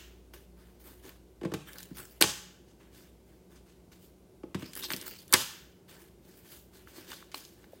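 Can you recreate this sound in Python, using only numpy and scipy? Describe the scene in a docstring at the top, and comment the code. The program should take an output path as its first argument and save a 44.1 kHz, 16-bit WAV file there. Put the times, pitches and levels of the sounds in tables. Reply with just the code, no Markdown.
"""A knock's reverberation dies away in a small, bare room, over a low ventilation hum.
Banknotes slide and tick in the hands: stick-slip friction and brief impacts of paper.
Fingers thump a glass table, launching bending waves, and scrape up the pile of bills.
Twice its edge is knocked square on the glass, and things in the room ring in sympathy."""
import sys
import numpy as np
from scipy import signal
from scipy.fft import rfft, irfft
from scipy.io import wavfile
from scipy.ndimage import uniform_filter1d

SR = 44100
rng = np.random.default_rng(int(sys.argv[2]) if len(sys.argv) > 2 else 0)


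def inscribe(sig):
    """Save sig as 16-bit PCM at rate SR to the path in sys.argv[1].

    A 1-D sig is mono; a 2-D sig holds one channel per row.
    Samples are clipped to [-1, 1] before scaling.
    """
    pcm = np.round(np.clip(np.atleast_2d(sig).T, -1, 1) * 32767)
    wavfile.write(sys.argv[1], SR, pcm.astype(np.int16))


N = 343980
TAPS, TAIL = 8192, 30000  # samples in an impact and in a reverberant tail
TIME, FREQS = np.arange(N) / SR, np.fft.rfftfreq(N, 1 / SR)


def gain_of(db):
    """Amplitude grows tenfold every 20 dB."""
    return 10 ** (np.asarray(db) / 20)


def unit_rms(x):
    """Normalises mean power to 1."""
    return x / np.sqrt(np.mean(x ** 2) + 1e-20)


def unit_blow(x):
    """Normalises energy to that of one millisecond at full level."""
    return x * np.sqrt(SR / 1000 / np.sum(x ** 2))


def curve_at(points, hz):
    """Interpolates a table on a log-frequency axis."""
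    f, value = np.transpose(points)
    return np.interp(np.log(hz + 1), np.log(f + 1), value)


def coloured(x, points):
    """Spectral shaping of a long sound, at rms 1."""
    return unit_rms(irfft(rfft(x) * gain_of(curve_at(points, FREQS)), N))


def add(mix, start_s, sound):
    """Superposition: a sound adds to the mix from its start time."""
    part = mix[round(start_s * SR):][:len(sound)]
    part += sound[:len(part)]


def hump(hz, octaves):
    """Minimum-phase response with one broad peak and straight skirts."""
    away = np.log2((np.fft.rfftfreq(TAPS, 1 / SR) + 10) / hz) / octaves
    log_gain = np.maximum(2 * (1 - np.sqrt(1 + away ** 2)), -10)
    phase = -signal.hilbert(np.r_[log_gain, log_gain[-2:0:-1]]).imag[:len(away)]
    return np.exp(log_gain + 1j * phase)


def ringing(modes, t):
    """Free vibration is a sum of exponentially damped modes."""
    return sum(gain_of(db - 60 * t / t60) * np.cos(2 * np.pi * hz * t) for hz, db, t60 in modes)


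def ventilation(air_db=-60.5, hum_hz=58.5, hum_db=-54.5, hum_db_per_s=-2.5):
    """Broadband air noise and duct resonances lie under a motor's slowly receding hum."""
    # air noise spectrum: f/Hz, relative level/dB
    air_spectrum = [(18, -38.5), (30, -20), (49, -8), (70, -8), (88, -9), (184, -10), (303, -13),
                    (364, -11), (600, -18.5), (1320, -33), (1540, -31.5), (1760, -39), (2060, -33),
                    (2410, -35.5), (16000, -40)]
    # duct resonances: f/Hz, width/Hz, level/dB
    duct_modes = [(60.5, 6.9, -70), (181, 6.5, -67.5), (362, 57, -66.5)]
    air = gain_of(air_db) * coloured(rng.standard_normal(N), air_spectrum)
    for hz, width, db in duct_modes:
        band = rfft(rng.standard_normal(N)) / (1 + ((FREQS - hz) / width) ** 2) ** 2
        air += gain_of(db) * unit_rms(irfft(band, N))
    return air + gain_of(hum_db + hum_db_per_s * TIME) * np.sin(2 * np.pi * hum_hz * TIME)


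def room(x, build_s=0.0069, wall_s=0.073, wall_db=3):
    """Reverberation: reflections build up, swell as the far walls answer, and decay band by band."""
    # reverberation time: f/Hz, T60/s
    decay_times = [(100, 0.48), (400, 0.15), (1400, 0.71), (3700, .58), (7000, .54), (10000, 0.43),
                   (15000, 0.65)]
    # colour of the reverberant field: f/Hz, gain/dB
    colour = [(100, 3.5), (400, 1), (900, -3), (2200, -5), (2900, 2), (4500, -3.5), (7000, 0),
              (10000, -2.5), (15000, -5)]
    t = np.arange(TAIL) / SR
    far_walls = gain_of(wall_db * np.exp(-((t - wall_s) / .016) ** 2))
    reflections = rng.standard_normal(TAIL) * (1 - np.exp(-t / build_s)) * far_walls
    hz, when, bands = signal.stft(reflections, SR, nperseg=256)
    t60 = curve_at(decay_times, hz)[:, None]
    bands *= gain_of(curve_at(colour, hz)[:, None] - 60 * when / t60)
    bands *= np.sqrt(2 * np.log(1000) / (t60 * SR))  # offsets the greater energy of a longer decay
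    return signal.fftconvolve(x, signal.istft(bands, SR, nperseg=256)[1])[:N]


def early_echoes(x, count=14, echo_db=-12):
    """Early reflection: the table, body and nearby things add dull echoes to the direct sound."""
    delays = rng.uniform(.0005, .012, count)
    taps = np.zeros(TAPS)
    taps[(delays * SR).astype(int)] = rng.choice([-1, 1], count) * np.exp(-delays / .007)
    taps = signal.lfilter([1], [1, -.4], taps)
    return x + gain_of(echo_db) * signal.oaconvolve(x, taps / np.linalg.norm(taps))[:N]


def lingering_knock(ago_s=.28, send_db=-5):
    """Reverberant decay: at the start the room still rings from a knock a moment earlier."""
    out = np.zeros(N)
    tail = room(unit_blow(irfft(hump(hz=3000, octaves=2.5))))
    add(out, 0, gain_of(send_db) * tail[round(ago_s * SR):])
    return out


def sympathy(x, coupling_db=-6.5):
    """Sympathetic resonance: a knock drives the modes of things in the room."""
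    # modes of those things: f/Hz, relative level/dB, T60/s
    modes = [(843, -57.5, 0.63), (1220, -65, 0.33), (1510, -60.5, 0.31), (1859, -57.5, 0.56),
             (2560, -60, 0.33), (2720, -58.5, 0.45), (2990, -59.5, 0.68), (3140, -56, 0.39)]
    return gain_of(coupling_db) * signal.fftconvolve(x, ringing(modes, np.arange(TAIL) / SR))[:N]


def flexing(x, depth_db):
    """Spectral modulation: as the notes bend, patches of their spectrum swell and fade."""
    bands = signal.stft(x, SR, nperseg=256)[2]
    swell = 0
    for weight, bins, frames in (1, 9, 18), (.7, 3, 8):  # broad patches, fine patches
        patches = uniform_filter1d(rng.standard_normal(bands.shape), bins, axis=0)
        swell += weight * unit_rms(uniform_filter1d(patches, frames, axis=1))
    return signal.istft(bands * gain_of(depth_db * swell), SR, nperseg=256)[1][:N]


def stroke(rise, fade, fade_db=-19.5, coasting=1.1):
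    """Sliding paper speeds up smoothly, coasts a little, and is brought to rest by friction."""
    t = np.arange(0, rise + 3 * fade, 1 / SR)
    attack = np.sin(np.pi / 2 * np.minimum(t / rise, 1)) ** 2
    return attack * gain_of(fade_db * (np.maximum(t - rise, 0) / fade) ** coasting)


def rustle(strokes, slips_per_s, slip_db, clump_db, flex_db, hiss, trims_db):
    """Stick-slip friction: fibres catch and slip in clumps over a hiss; strokes set level and colour."""
    # the paper's low, middle and high bands, in the order of trims_db: f/Hz, relative level/dB
    body = [(100, -10), (350, 6), (700, -4), (2000, -5), (3200, -19), (6000, -37.5)]
    scrape = [(1200, -26.5), (2600, -2), (4200, 0), (8000, -5.5), (11500, -18.5), (16000, -34)]
    sheen = [(5000, -21.5), (9200, -6), (12000, -3.5), (14800, 3), (16500, -3.5)]
    slips = (rng.random(N) < slips_per_s / SR) * rng.choice([-1, 1], N)
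    strengths = gain_of(slip_db * np.minimum(rng.exponential(1, N), 4))
    clumps = gain_of(clump_db * unit_rms(uniform_filter1d(rng.standard_normal(N), size=260)))
    friction = unit_rms(slips * strengths) + hiss * rng.standard_normal(N)
    friction = flexing(friction * clumps, flex_db)
    bands = [coloured(friction, colour) for colour in (body, scrape, sheen)]
    power = np.zeros((3, N))  # incoherent strokes add in power
    for start, rise, fade, db, body_db, sheen_db in strokes:
        for band_power, tilt_db, trim_db in zip(power, (body_db, 0, sheen_db), trims_db):
            add(band_power, start, (gain_of(db + tilt_db + trim_db) * stroke(rise, fade)) ** 2)
    return (np.sqrt(power) * bands).sum(0)


def notes_in_hands():
    """Sliding friction of paper on paper: dense, small slips merge into a smooth rustle."""
    # strokes before band trims: t/s, rise/s, fade/s, level/dB, body/dB re level, sheen/dB re level
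    strokes = [(.33, 0.013, 0.11, -58, -1, 4), (.54, 0.072, 0.31, -71, 2.5, 3),
               (.785, 0.027, .05, -68.5, -3, 9.5), (.81, 0.067, 0.17, -62.5, 1, 9.5),
               (1.01, 0.055, 0.12, -57.5, 0.5, 0.5), (2.66, .04, .08, -66, -8.5, -12),
               (2.79, 0.016, .14, -67, 3.5, -8), (2.89, 0.09, 0.17, -60, -4.5, -1),
               (3.24, 0.055, 0.26, -74.5, 0.5, 3), (3.49, .035, 0.11, -69.5, 3.5, 5),
               (3.54, 0.027, 0.065, -61.5, -8, -9), (3.63, 0.058, 0.19, -69, -2.5, -5),
               (3.912, .01, 0.11, -61, -4, -3), (3.97, .075, .09, -66, -6.5, 6.5),
               (5.875, 0.021, 0.21, -58, -0.5, 1), (5.96, 0.06, 0.1, -65.5, -2, 7),
               (6.18, 0.14, .22, -66, -2, 3), (6.32, .07, .12, -71, -12, 12.5),
               (6.42, 0.039, .07, -66, 1, 9), (6.45, 0.083, 0.12, -55.5, -7.5, 7),
               (6.71, 0.043, 0.15, -61, -3, 2.5), (6.85, 0.047, .12, -60, -2.5, 1.5),
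               (6.92, 0.055, 0.16, -54, -2, 1), (7.05, 0.067, 0.15, -49, -5, -0.5),
               (7.33, 0.031, 0.17, -48.5, -11.5, 0.5), (7.53, 0.056, 0.48, -71, 1, 1),
               (7.71, 0.018, .12, -68, 0.5, 2)]
    return rustle(strokes, slips_per_s=3000, slip_db=1.5, clump_db=1.4, flex_db=1.5, hiss=0.93,
                  trims_db=(1.5, -3, -3))


def pile_on_glass():
    """Sliding friction of paper on glass: sparser, clumped slips make a rough scrape."""
    # strokes before band trims: t/s, rise/s, fade/s, level/dB, body/dB re level, sheen/dB re level
    strokes = [(1.635, 0.069, 0.28, -57.5, -3, 4.5), (1.75, 0.073, 0.057, -54.5, -7.5, 4),
               (1.935, .05, .125, -52.5, -4, 5.5), (2.085, .03, 0.09, -65.5, -12, 6.5),
               (2.14, 0.024, 0.049, -62, -13.5, -5), (4.582, 0.021, .3, -54, -8.5, -3.5),
               (4.757, .01, 0.098, -39.5, -9, 2), (4.785, .012, .06, -54, -10.5, 9.5),
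               (4.815, .033, 0.042, -40.5, -7.5, -0.5), (4.87, .06, 0.11, -44, -2, 3),
               (4.98, 0.047, .14, -51, -5, -1.5), (5.05, 0.03, .12, -47, -10.5, 1.5),
               (5.16, 0.043, 0.056, -54.5, -13.5, 2.5), (5.278, 0.054, .025, -53.5, -4.5, 7)]
    return rustle(strokes, slips_per_s=1500, slip_db=1.6, clump_db=3, flex_db=3.5, hiss=.55,
                  trims_db=(2.5, -4, -2))


def cracks(contacts, crumple, room_db):
    """Impulsive excitation: a sharp contact and a flurry of tiny ones; the room gets the mean spectrum."""
    out, t = np.zeros(N), np.arange(TAPS) / SR
    for start, db, hz, octaves, decay in contacts:
        flurry = rng.standard_normal(TAPS) * np.exp(-t / decay) * crumple
        flurry[0] += 1
        colour = hump(hz, octaves)
        add(out, start, gain_of(db) * unit_blow(irfft(rfft(flurry) * colour)))
        add(out, start, gain_of(db + room_db) * room(unit_blow(irfft(colour))))
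    return out


def note_ticks():
    """Single notes snap and flick, radiating short transients."""
    # snaps: t/s, level/dB, centre f/Hz, spread/octaves, decay/s
    snaps = [(.337, -43.5, 1500, 1.3, 0.0019), (1.093, -43.5, 14300, 0.34, .001),
             (1.0935, -46, 2800, 0.93, .001), (1.7325, -40.5, 6000, 2, .0014),
             (1.784, -35.5, 6500, 2.3, .0025), (1.83, -38.5, 7000, 1.8, .0024),
             (1.9844, -38.5, 6000, 1.8, 0.0036), (4.734, -37.5, 4870, 1.6, .002),
             (4.7532, -32, 9000, 2.3, 0.0016), (4.8243, -33.5, 3800, 0.19, .002),
             (4.841, -27.5, 4400, .49, 0.011), (4.9043, -25.5, 2050, 1.1, 0.001),
             (4.917, -29, 1420, 1.1, 0.00048), (4.9352, -24, 2930, 1.3, 0.0012),
             (4.964, -31.5, 9000, 1.8, .001), (5.0137, -34, 5010, 1.32, 0.0019),
             (5.28, -45.5, 9000, 2.2, .0015), (6.873, -45, 1400, 0.51, 0.0014),
             (7.1176, -34.5, 1500, 1.4, .0025), (7.131, -38, 900, 1.5, 0.0027),
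             (7.2254, -43, 1300, .5, 0.00084), (7.317, -42.5, 2800, 1.3, 0.013),
             (7.3443, -28.5, 1250, 1.75, 0.0012), (7.3452, -31, 4300, 0.21, .0008),
             (7.4508, -42.5, 4500, 0.62, 0.0014), (7.6421, -49.5, 1300, 1.16, 0.0038),
             (7.7322, -37, 514, 0.43, 0.00093)]
    return cracks(snaps, crumple=0.63, room_db=-13)


def glass_thumps(lag=0.091, ring_db=-50, click_ring_db=-58, edge_db=-11, edge_s=0.018, echo_count=6):
    """Dispersion: bending waves cross the glass treble first, echo off its edges and excite its modes."""
    # fingers and pile strike the table: t/s, thud level/dB, centre f/Hz, click level/dB
    blows = [(1.413, -30.5, 308, -44.5), (1.4328, -25, 312, -39.5), (1.45, -18, 255, -33),
             (1.5179, -26, 264, -37.5), (1.538, -22.5, 244, -26.5), (1.908, -31.5, 215, -54.5),
             (2.209, -16.5, 360, -31.5), (2.236, -23, 240, -20), (4.434, -29.5, 320, -46.5),
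             (4.546, -20.5, 187, -29), (4.6231, -30.5, 272, -40.5), (4.905, -35.5, 269, -44.5),
             (4.935, -32.5, 271, -45.5), (5.336, -18, 328, -19), (5.343, -32.5, 100, -22)]
    # modes of the glass top: f/Hz, relative level/dB, T60/s
    modes = [(96, -1.5, .09), (164, 1.5, 0.12), (226, -1.5, .12), (336, -5.5, 0.12), (403, -6.5, 0.075),
             (597, -4.5, .2), (840, 0, 0.18), (1130, 5.5, 0.024), (1210, 8.5, 0.016), (1780, 9, .045),
             (2200, 10.5, 0.044), (2710, 2.5, .025)]
    out, t, f = np.zeros(N), np.arange(TAPS) / SR, np.fft.rfftfreq(TAPS, 1 / SR)
    travel = np.exp(-4j * np.pi * lag * np.sqrt(f))  # group delay is lag / sqrt(f)
    glass = rfft(ringing(modes, t))
    for start, db, hz, click_db in blows:
        octaves = 1.3 * np.exp(.03 * (click_db - db))  # harder contacts spread wider
        delays, turns = rng.random((2, echo_count, 1))
        echoes = np.exp(-delays - 2j * np.pi * (turns + f * (0.0017 + edge_s * delays))).sum(0)
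        echoes *= gain_of(edge_db) * (1 + f / (f + 600))  # short waves scatter the most
        waves = hump(hz, octaves) * travel * (1 + echoes)
        thud = irfft(waves * (1 + gain_of(ring_db) * glass)) * np.exp(-t / 0.033)
        contact = rfft(rng.standard_normal(TAPS) * np.exp(-t / 0.0073))
        click = irfft(contact * hump(hz=1000, octaves=2 * octaves) * (1 + gain_of(click_ring_db) * glass))
        add(out, start, gain_of(db) * unit_blow(thud) + gain_of(click_db) * unit_blow(click))
    return out


def edge_knocks():
    """Brief impacts have broad spectra: the pile's edge hits the glass, a clump of notes at a time."""
    # impacts: t/s, level/dB, centre f/Hz, spread/octaves, decay/s
    impacts = [(2.2075, -37.5, 2544, 1.6, 0.0033), (2.2099, -24, 6500, 0.88, 0.0014),
               (2.2123, -15, 13000, .8, 0.0006), (2.2128, -11.5, 2170, 2.15, 0.0062),
               (2.2242, -6, 5290, .9, .00025), (2.2246, -13, 1350, 1.42, .0012),
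               (2.2415, -21, 2200, 1.8, 0.0033), (5.3257, -18.5, 7940, 1.8, .0006),
               (5.3275, -15.5, 14000, 0.86, 0.0013), (5.3311, -17.5, 1550, 1, 0.0026),
               (5.3367, -17, 3000, 1.8, 0.00046), (5.3379, -9.5, 4600, 0.54, 0.0016),
               (5.3381, -7.5, 10900, 1.2, 0.00084), (5.3401, -7.5, 4210, 1.4, 0.0019),
               (5.3421, -11.5, 1450, 1.25, 0.009)]
    return cracks(impacts, crumple=0.49, room_db=-8)


def scene():
    """Direct sound, early echoes, resonance and reverberation superpose over the ventilation."""
    knocks = edge_knocks()
    ticks = note_ticks()
    thumps = glass_thumps()
    scrapes = pile_on_glass()
    slides = notes_in_hands()
    close = early_echoes(knocks + ticks + thumps + scrapes + slides)
    reverb = room(gain_of(-5) * thumps + gain_of(-8.5) * scrapes + gain_of(-9.5) * slides)
    return (close + sympathy(knocks) + reverb + lingering_knock() + ventilation())[None]


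def record(dry, low_hz=42, high_hz=16100):
    """Band limiting: a high-pass drops the deepest bass, peaks clip at full scale, a low-pass follows."""
    lean = irfft(rfft(dry) / np.sqrt(1 + (low_hz / (FREQS + 1)) ** 12), N)
    low_pass = signal.firwin(401, high_hz, window=("kaiser", 8), fs=SR)
    return signal.oaconvolve(np.clip(lean, -1, 1), low_pass[None], "same")


dry = scene()
out = record(dry)
inscribe(out)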